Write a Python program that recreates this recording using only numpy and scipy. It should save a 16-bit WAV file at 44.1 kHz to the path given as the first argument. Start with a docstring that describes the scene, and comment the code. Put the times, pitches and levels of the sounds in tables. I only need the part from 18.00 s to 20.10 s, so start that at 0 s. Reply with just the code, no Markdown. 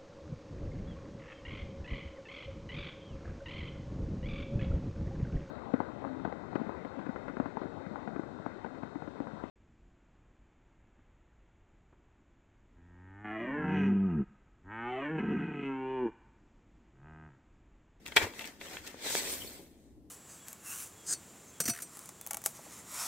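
"""A record leaves its paper sleeve

A small room with a low rumble; a vinyl record is handled close to a camera's stereo microphone.
Fingers rustle the inner sleeve open: creases tick, the paper buckles with one loud snap and flaps back.
The disc bumps free and slides out with a hiss that fades as less of it touches the paper."""
import sys
import numpy as np
from scipy import signal
from scipy.fft import rfft, irfft, next_fast_len
from scipy.io import wavfile
from scipy.ndimage import map_coordinates

SR = 44100
rng = np.random.default_rng(int(sys.argv[2]) if len(sys.argv) > 2 else 0)


def unload_wav(signal):
    """Save mono or channel-first audio to the path in sys.argv[1] as 16-bit WAV at rate SR, clipped to [-1, 1]."""
    wavfile.write(
        sys.argv[1],
        SR,
        np.round(np.clip(np.atleast_2d(signal).T, -1, 1) * 32767).astype(np.int16),
    )


N = 92610
TIME = np.arange(N) / SR
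FFT_SIZE = 2 * next_fast_len(N * 5 // 8)
HZ = np.fft.rfftfreq(FFT_SIZE, 1 / SR)


def amp(db):
    """Decibels to gain."""
    return 10 ** (np.asarray(db) / 20)


def unit(x):
    """x at rms 1."""
    return x / np.sqrt(np.mean(x ** 2) + 1e-20)


def curve(points, hz=HZ):
    """(Hz, value) points read on a log frequency axis."""
    freqs, values = np.transpose(points)
    return np.interp(np.log(hz + 1), np.log(freqs + 1), values)


def envelopes(rows):
    """A gain per sample for each dB column, fading to silence outside the table."""
    times, *columns = np.transpose(rows)
    fade = np.interp(TIME, [times[0] - .03, times[0], times[-1], times[-1] + .03], [0, 1, 1, 0])
    return [fade * amp(np.interp(TIME, times, db)) for db in columns]


def swell(peak_s, sigma_s):
    """A bell-shaped envelope."""
    return np.exp(-.5 * ((TIME - peak_s) / sigma_s) ** 2)


def wobble(knots_per_s):
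    """A smooth random curve."""
    return map_coordinates(rng.standard_normal(1024), [TIME * knots_per_s], mode="wrap")


def causal(colour):
    """The minimum-phase response of (Hz, dB) points."""
    cepstrum = irfft(curve(colour) * np.log(10) / 20)
    return np.exp(rfft(np.r_[cepstrum[0], 2 * cepstrum[1:FFT_SIZE // 2]], FFT_SIZE))


# How alike the microphone's two sides are. Each row: frequency in Hz, correlation.
MIC_LIKENESS = [(60, 0.49), (160, 0.95), (320, 0.97), (640, 0.76), (1400, 0.25), (2500, 0.45),
                (4000, -0.098), (6500, -0.1), (15000, 0)]
# The lean to the left. Each row: frequency in Hz, left minus right in dB.
MIC_BALANCE = [(60, 5.5), (130, 3.5), (300, 2), (1000, 1.5), (2500, 4.5), (6000, -.3), (15000, 0.1)]

def at_mic(pair, response):
    """Mid and side excitations through a response of unit power, spread over left and right."""
    angle = np.arccos(curve(MIC_LIKENESS)) / 2
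    spectra = rfft(pair, FFT_SIZE) * response / np.sqrt(np.mean(abs(response) ** 2))
    mid, side = spectra * [np.cos(angle), np.sin(angle)]
    lean = amp(curve(MIC_BALANCE) / 2)
    return irfft(np.array([(mid + side) * lean, (mid - side) / lean]))[:, :N]


def noise(colour):
    """Smooth stereo noise at rms 1."""
    return unit(at_mic(rng.standard_normal((2, N)), amp(curve(colour))))


def friction(colour, grain_db, grains_per_s=1400, grain_share=.33):
    """Countless paper fibres slipping, some of them catching harder, at rms 1."""
    catches = rng.random(N) < grains_per_s / SR
    sizes = catches * amp(grain_db * np.minimum(rng.exponential(size=N), 2.3))
    grains = unit(signal.lfilter(np.hanning(12), 1, sizes) * rng.standard_normal((2, N)))
    slips = np.sqrt(grain_share) * grains + np.sqrt(1 - grain_share) * rng.standard_normal((2, N))
    return unit(at_mic(slips, causal(colour)))


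def patchy(x, depth_db, patch_hz=202.8, patch_s=.025):
    """The bending sheet favours ever-changing narrow bands."""
    hz, t, spectra = signal.stft(x, SR, nperseg=512)
    where = np.meshgrid(hz / patch_hz, t / patch_s, indexing="ij")
    patches = map_coordinates(rng.standard_normal((256, 256)), where, mode="wrap")
    return unit(signal.istft(spectra * amp(depth_db * patches), SR, nperseg=512)[1][:, :N])


def burst(start, t60, attack_s=.0003, side_lag_s=.0003, click_share=.31):
    """A click, then a run of smaller slips that dies away, as mid and side excitations."""
    age = np.maximum(TIME - start, 0)
    decay = np.exp(-np.minimum(np.log(1000) * age / t60, 100))
    run = np.sign(rng.standard_normal((2, N))) * (1 - np.exp(-age / attack_s)) * decay
    click = np.sinc((TIME - start - attack_s - np.array([[0], [side_lag_s]])) * SR)
    return np.sqrt(1 - click_share) * run + np.sqrt(click_share) * np.linalg.norm(run[0]) * click


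def centred(pair, side_db=-3):
    """Weakens the side excitation, so left and right sound more alike."""
    return pair * amp([[0], [side_db]])


# Room tone at the microphone. Each row: frequency in Hz, relative level in dB.
RUMBLE_COLOUR = [(25, -10), (45, -11.5), (67, 2), (100, -11.5), (170, -7.5), (300, -1), (450, -13),
                 (700, -20.5), (1200, -34.5), (2500, -40), (8000, -41.5), (16000, -44.5)]

def rumble():
    """The room's steady low background."""
    return amp(-58.5) * noise(RUMBLE_COLOUR)


# Fingers on the sleeve, close up. Each row: time in seconds, relative level in dB.
RUSTLE_LEVELS = [(0.0, -73.5), (0.052, -68), (0.06, -51.5), (0.114, -60), (0.154, -59.5), (0.16, -46),
                 (0.168, -34.5), (0.192, -42.5), (0.246, -46), (0.314, -63), (0.398, -51), (0.478, -53),
                 (0.522, -62.5), (0.592, -68.5), (0.614, -54.5), (0.766, -50.5), (0.82, -60.5),
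                 (0.874, -49.5), (0.958, -62.5), (1.0, -61)]
# Their rub. Each row: frequency in Hz, relative level in dB.
RUSTLE_COLOUR = [(40, -26), (130, -8), (300, 1.5), (550, 0), (1200, -5.5), (1800, 1.5), (2400, -2),
                 (2900, -5), (3600, -4), (5000, -6), (8000, -6), (10000, -14.5), (13500, -13), (16000, -14)]

def rustle():
    """Fingers rub the paper as they work their way into the sleeve."""
    level, = envelopes(RUSTLE_LEVELS)
    return level * amp(5 + .8 * wobble(76)) * patchy(friction(RUSTLE_COLOUR, grain_db=1), depth_db=3)


# Creases popping near the microphone; the last row is the bright crack of the disc's knock at 1.15 s. # Each
# row: start in seconds, relative levels of ring and crack in dB, seconds to fall 60 dB.
CREASE_POPS = [(0.0624, -26.5, -30, 0.0047), (0.0732, -50, -33, 0.0071), (0.0798, -50, -28, .005),
               (.084, -36, -42, 0.0088), (0.12, -34.5, -60, 0.031), (0.1635, -18, -21.5, 0.035),
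               (0.1661, -9.5, -22, 0.019), (.1692, -12.5, -27, 0.038), (.1762, -12, -31, .02),
               (.2285, -30.5, -34.5, 0.036), (0.336, -40.5, -54, 0.016), (0.3923, -30, -38, 0.019),
               (.409, -35.5, -48, 0.035), (0.419, -38.5, -47, 0.029), (0.442, -33, -51, 0.0093),
               (0.45, -33.5, -58, 0.0086), (0.4558, -44, -31, 0.0066), (0.4742, -39, -33, 0.0096),
               (.612, -39, -52, .04), (.643, -51, -43, .006), (.733, -42.5, -43.5, 0.039),
               (.769, -28, -50, .009), (.866, -41.5, -44, 0.022), (.875, -47, -33.5, .02),
               (1.1527, -26, -15, 0.0037)]
# The sleeve's resonances. Each row: frequency in Hz, width in Hz, relative level in dB.
SLEEVE_MODES = [(421, 47, -6), (693, 52.5, -8), (900, 60, -7), (1555, 310, -6.5), (1983, 160, -2.5),
                (2290, 140, -2), (2662, 60, -2), (3228, 280, -4.5), (4100, 1200, -16.5)]
# The bright crack. 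Each row: frequency in Hz, relative level in dB.
CRACK_COLOUR = [(100, -23), (1000, -3.5), (3000, 1), (5000, -3), (8000, 0), (10000, -10), (13500, -5.5),
                (16000, -4)]

def pops(low_cut_hz=253):
    """Each crease cracks and rings the sleeve, which radiates little bass."""
    modes = sum((-1) ** k * amp(db) * 1j * HZ * width / (pitch ** 2 - HZ ** 2 + 1j * HZ * width)
                for k, (pitch, width, db) in enumerate(SLEEVE_MODES))
    radiation = (1j * HZ / (low_cut_hz + 1j * HZ)) ** 2
    ring, crack = np.zeros((2, 2, N))
    for start, ring_db, crack_db, t60 in CREASE_POPS:
        slips = burst(start, t60)
        ring += amp(ring_db) * slips
        crack += amp(crack_db) * slips
    return at_mic(centred(ring), modes * radiation) + at_mic(crack, causal(CRACK_COLOUR) * radiation)


# Air from the sleeve, at close range. Each row: peak time in seconds, level in dB, sigma in seconds.
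AIR_PUFFS = [(.09, -63, 0.014), (.182, -48, 0.016), (0.239, -40, .012), (0.287, -56, .01),
             (.4, -62.5, 0.017), (0.636, -58.5, 0.0061), (0.79, -60.5, 0.03), (1.11, -64, .02),
             (1.43, -57, .06), (1.963, -60, 0.052)]
# Its bass. Each row: frequency in Hz, relative level in dB.
PUFF_COLOUR = [(20, -13.5), (50, -5), (90, 3), (140, -9), (250, -23.5), (1000, -69)]

def puffs():
    """The flexing sheet gives low pushes of air with a wandering pitch."""
    wave = signal.hilbert(noise(PUFF_COLOUR))
    even_push = unit(wave.real / np.linalg.norm(wave, axis=0))
    return even_push * sum(amp(db) * swell(peak, sigma) for peak, db, sigma in AIR_PUFFS)


# Bumps inside the sleeve. Each row: start in seconds, relative level in dB, seconds to fall 60 dB,
# treble cutoff in Hz.
DISC_KNOCKS = [(.122, -43, .015, 1400), (.164, -26, 0.022, 800), (0.213, -32.5, .02, 2400),
               (.245, -37, .08, 1400), (0.269, -39, 0.065, 1200), (0.612, -46, 0.039, 1480),
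               (.769, -35, 0.0088, 2000), (0.9434, -37, .022, 950), (1.063, -33, 0.033, 496),
               (1.1054, -26.5, 0.011, 1600), (1.1517, -14, 0.0078, 4400), (1.295, -40.5, 0.031, 590),
               (1.446, -44, 0.028, 505), (1.592, -48, .12, 330)]
# Their body. Each row: frequency in Hz, relative level in dB.
KNOCK_COLOUR = [(40, -32), (150, -8.5), (280, -0.5), (450, 5.5), (700, -2.5), (1000, 2), (1250, -7),
                (1700, 1.5), (4000, -8.5), (16000, -9.5)]

def knocks():
    """Disc and sheet bump together: the softer the contact, the less treble."""
    body = causal(KNOCK_COLOUR)
    bumps = np.zeros((2, N))
    for start, db, t60, cutoff in DISC_KNOCKS:
        lowpass = 1 / (1 + np.sqrt(2) * 1j * HZ / cutoff - (HZ / cutoff) ** 2)
        bumps += amp(db) * at_mic(centred(burst(start, t60)), body * lowpass)
    return bumps


# A loose, dull crumple. Each row: frequency in Hz, relative level in dB.
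FLAP_COLOUR = [(60, -20), (200, -4), (420, 2), (800, -3), (1000, -1), (1300, -6), (1600, 1), (2400, -2.5),
               (2900, -14.5), (5000, -20), (16000, -36)]

def flap():
    """After the snap the buckled sheet flutters back against the disc."""
    level = amp(-33.5 + 1.1 * wobble(200)) * swell(peak_s=.226, sigma_s=.018)
    return level * friction(FLAP_COLOUR, grain_db=3.5)


# The disc drawn out close to the microphone. Each row: time in seconds, then relative levels of hiss,
# midrange and low rub in dB.
SLIDE_LEVELS = [(.97, -71, -63, -58), (1.025, -49, -49, -55.5), (1.07, -40.5, -40.5, -44),
                (1.12, -37.5, -44, -51), (1.185, -36, -41, -45.5), (1.22, -43, -47, -49),
                (1.265, -42.5, -43.5, -48), (1.335, -39, -46.5, -51), (1.37, -47, -51, -54),
                (1.46, -49.5, -56, -56), (1.57, -56.5, -57.5, -60), (1.63, -62.5, -67.5, -64),
                (1.7, -72, -73.5, -73), (1.95, -93, -89, -79.5)]
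# The layers of that slide. Each row: frequency in Hz, relative level in dB.
EARLY_HISS_COLOUR = [(1500, -25), (3000, -5.5), (4500, -0.5), (6500, 1), (7300, 0), (8000, 4), (8800, -3.5),
                     (11000, -9), (13500, -6.5), (16000, -8)]
LATE_HISS_COLOUR = [(1500, -23.5), (3000, -12), (4500, -6), (6500, -2.5), (7300, -2.5), (8000, 1.5),
                    (8800, -3), (11000, -6), (13500, -2.5), (16000, -5.5)]
MIDRANGE_COLOUR = [(500, -24), (950, -3), (1250, -8.5), (1750, -2.5), (2300, -1.5), (2800, -6.5),
                   (3450, -2), (4300, -4.5), (7000, -26)]
LOW_RUB_COLOUR = [(60, -21.5), (160, -10), (270, 0.5), (520, 0.5), (720, -5.5), (1100, -16.5),
                  (2500, -44.5)]

def slide(thinning_s=(1.154, 1.36)):
    """Vinyl drags over paper: a hiss that thins as the sleeve empties, midrange and an uneven low rub."""
    hiss_gain, mid_gain, low_gain = envelopes(SLIDE_LEVELS)
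    drag_db = .35 * wobble(45.65)
    emptied = np.interp(TIME, thinning_s, [0, 1])
    early = np.sqrt(1 - emptied) * friction(EARLY_HISS_COLOUR, grain_db=1)
    late = np.sqrt(emptied) * friction(LATE_HISS_COLOUR, grain_db=.5)
    hiss = hiss_gain * amp(2.5 + drag_db) * patchy(early + late, depth_db=3.2)
    midrange = mid_gain * amp(1 + drag_db) * patchy(friction(MIDRANGE_COLOUR, grain_db=1.5), depth_db=3)
    low_rub = low_gain * amp(-.5 + 1.3 * wobble(35)) * friction(LOW_RUB_COLOUR, grain_db=3.5)
    return hiss + midrange + low_rub


# Brief whistles. Each row: peak time in seconds, pitch in Hz, level in dB, sigma in seconds.
RIM_SQUEAKS = [(1.325, 9700, -41.5, 0.0066), (1.42, 3080, -45.5, 0.01), (1.477, 4400, -46, 0.0038)]

def squeaks(width_per_pitch=.035):
    """The disc's rim sticks and slips on the paper in narrow bands of noise."""
    whistles = np.zeros((2, N))
    for peak, pitch, db, sigma in RIM_SQUEAKS:
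        band = 1 / (1 + ((HZ - pitch) / (width_per_pitch * pitch)) ** 2)
        whistles += amp(db) * swell(peak, sigma) * at_mic(rng.standard_normal((2, N)), band)
    return whistles


# Paper on vinyl, faint even this close. Each row: frequency in Hz, relative level in dB.
BRUSH_COLOUR = [(900, -17), (1400, -9.5), (1850, 4.5), (2800, -13.5), (3900, -1), (5000, -8), (6500, 0.5),
                (8800, -1), (10500, -12), (16000, -14)]

def brush():
    """The emptied sleeve grazes the disc once more."""
    return amp(-74) * swell(peak_s=1.833, sigma_s=.082) * friction(BRUSH_COLOUR, grain_db=4)


# The small room around the microphone. Each row: frequency in Hz, seconds to fall 60 dB.
ROOM_DECAY = [(100, 1), (500, 0.48), (2500, 0.28), (8000, .32), (15000, 0.46)]

def room(x, build_up_s=.0024):
    """Reflections build into a tail, each frequency dying at its own speed."""
    hz, t, spectra = signal.stft(rng.standard_normal((2, SR // 2)), SR, nperseg=256)
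    decay = np.exp(-np.log(1000) * t / curve(ROOM_DECAY, hz)[:, None])
    tail = signal.istft(spectra * decay, SR, nperseg=256)[1]
    tail *= 1 - np.exp(-(TIME[:tail.shape[1]] / build_up_s) ** 2)
    wet = signal.fftconvolve(x, tail / np.linalg.norm(tail[0]), axes=1)[:, :N]
    return at_mic(wet, np.ones(len(HZ)))


def scene():
    """Sleeve and disc up close, the room's tail and rumble behind them."""
    paper = pops() + flap() + knocks() + rustle() + slide() + squeaks() + brush()
    return paper + amp(-12) * room(paper) + puffs() + rumble()


def record(dry, top_hz=15650, edge_hz=300):
    """The camera keeps nothing above its band limit."""
    passband = np.clip((top_hz - HZ) / edge_hz + .5, 0, 1)
    return irfft(rfft(dry, FFT_SIZE) * passband)[:, :N]


dry = scene()
out = record(dry)
unload_wav(out)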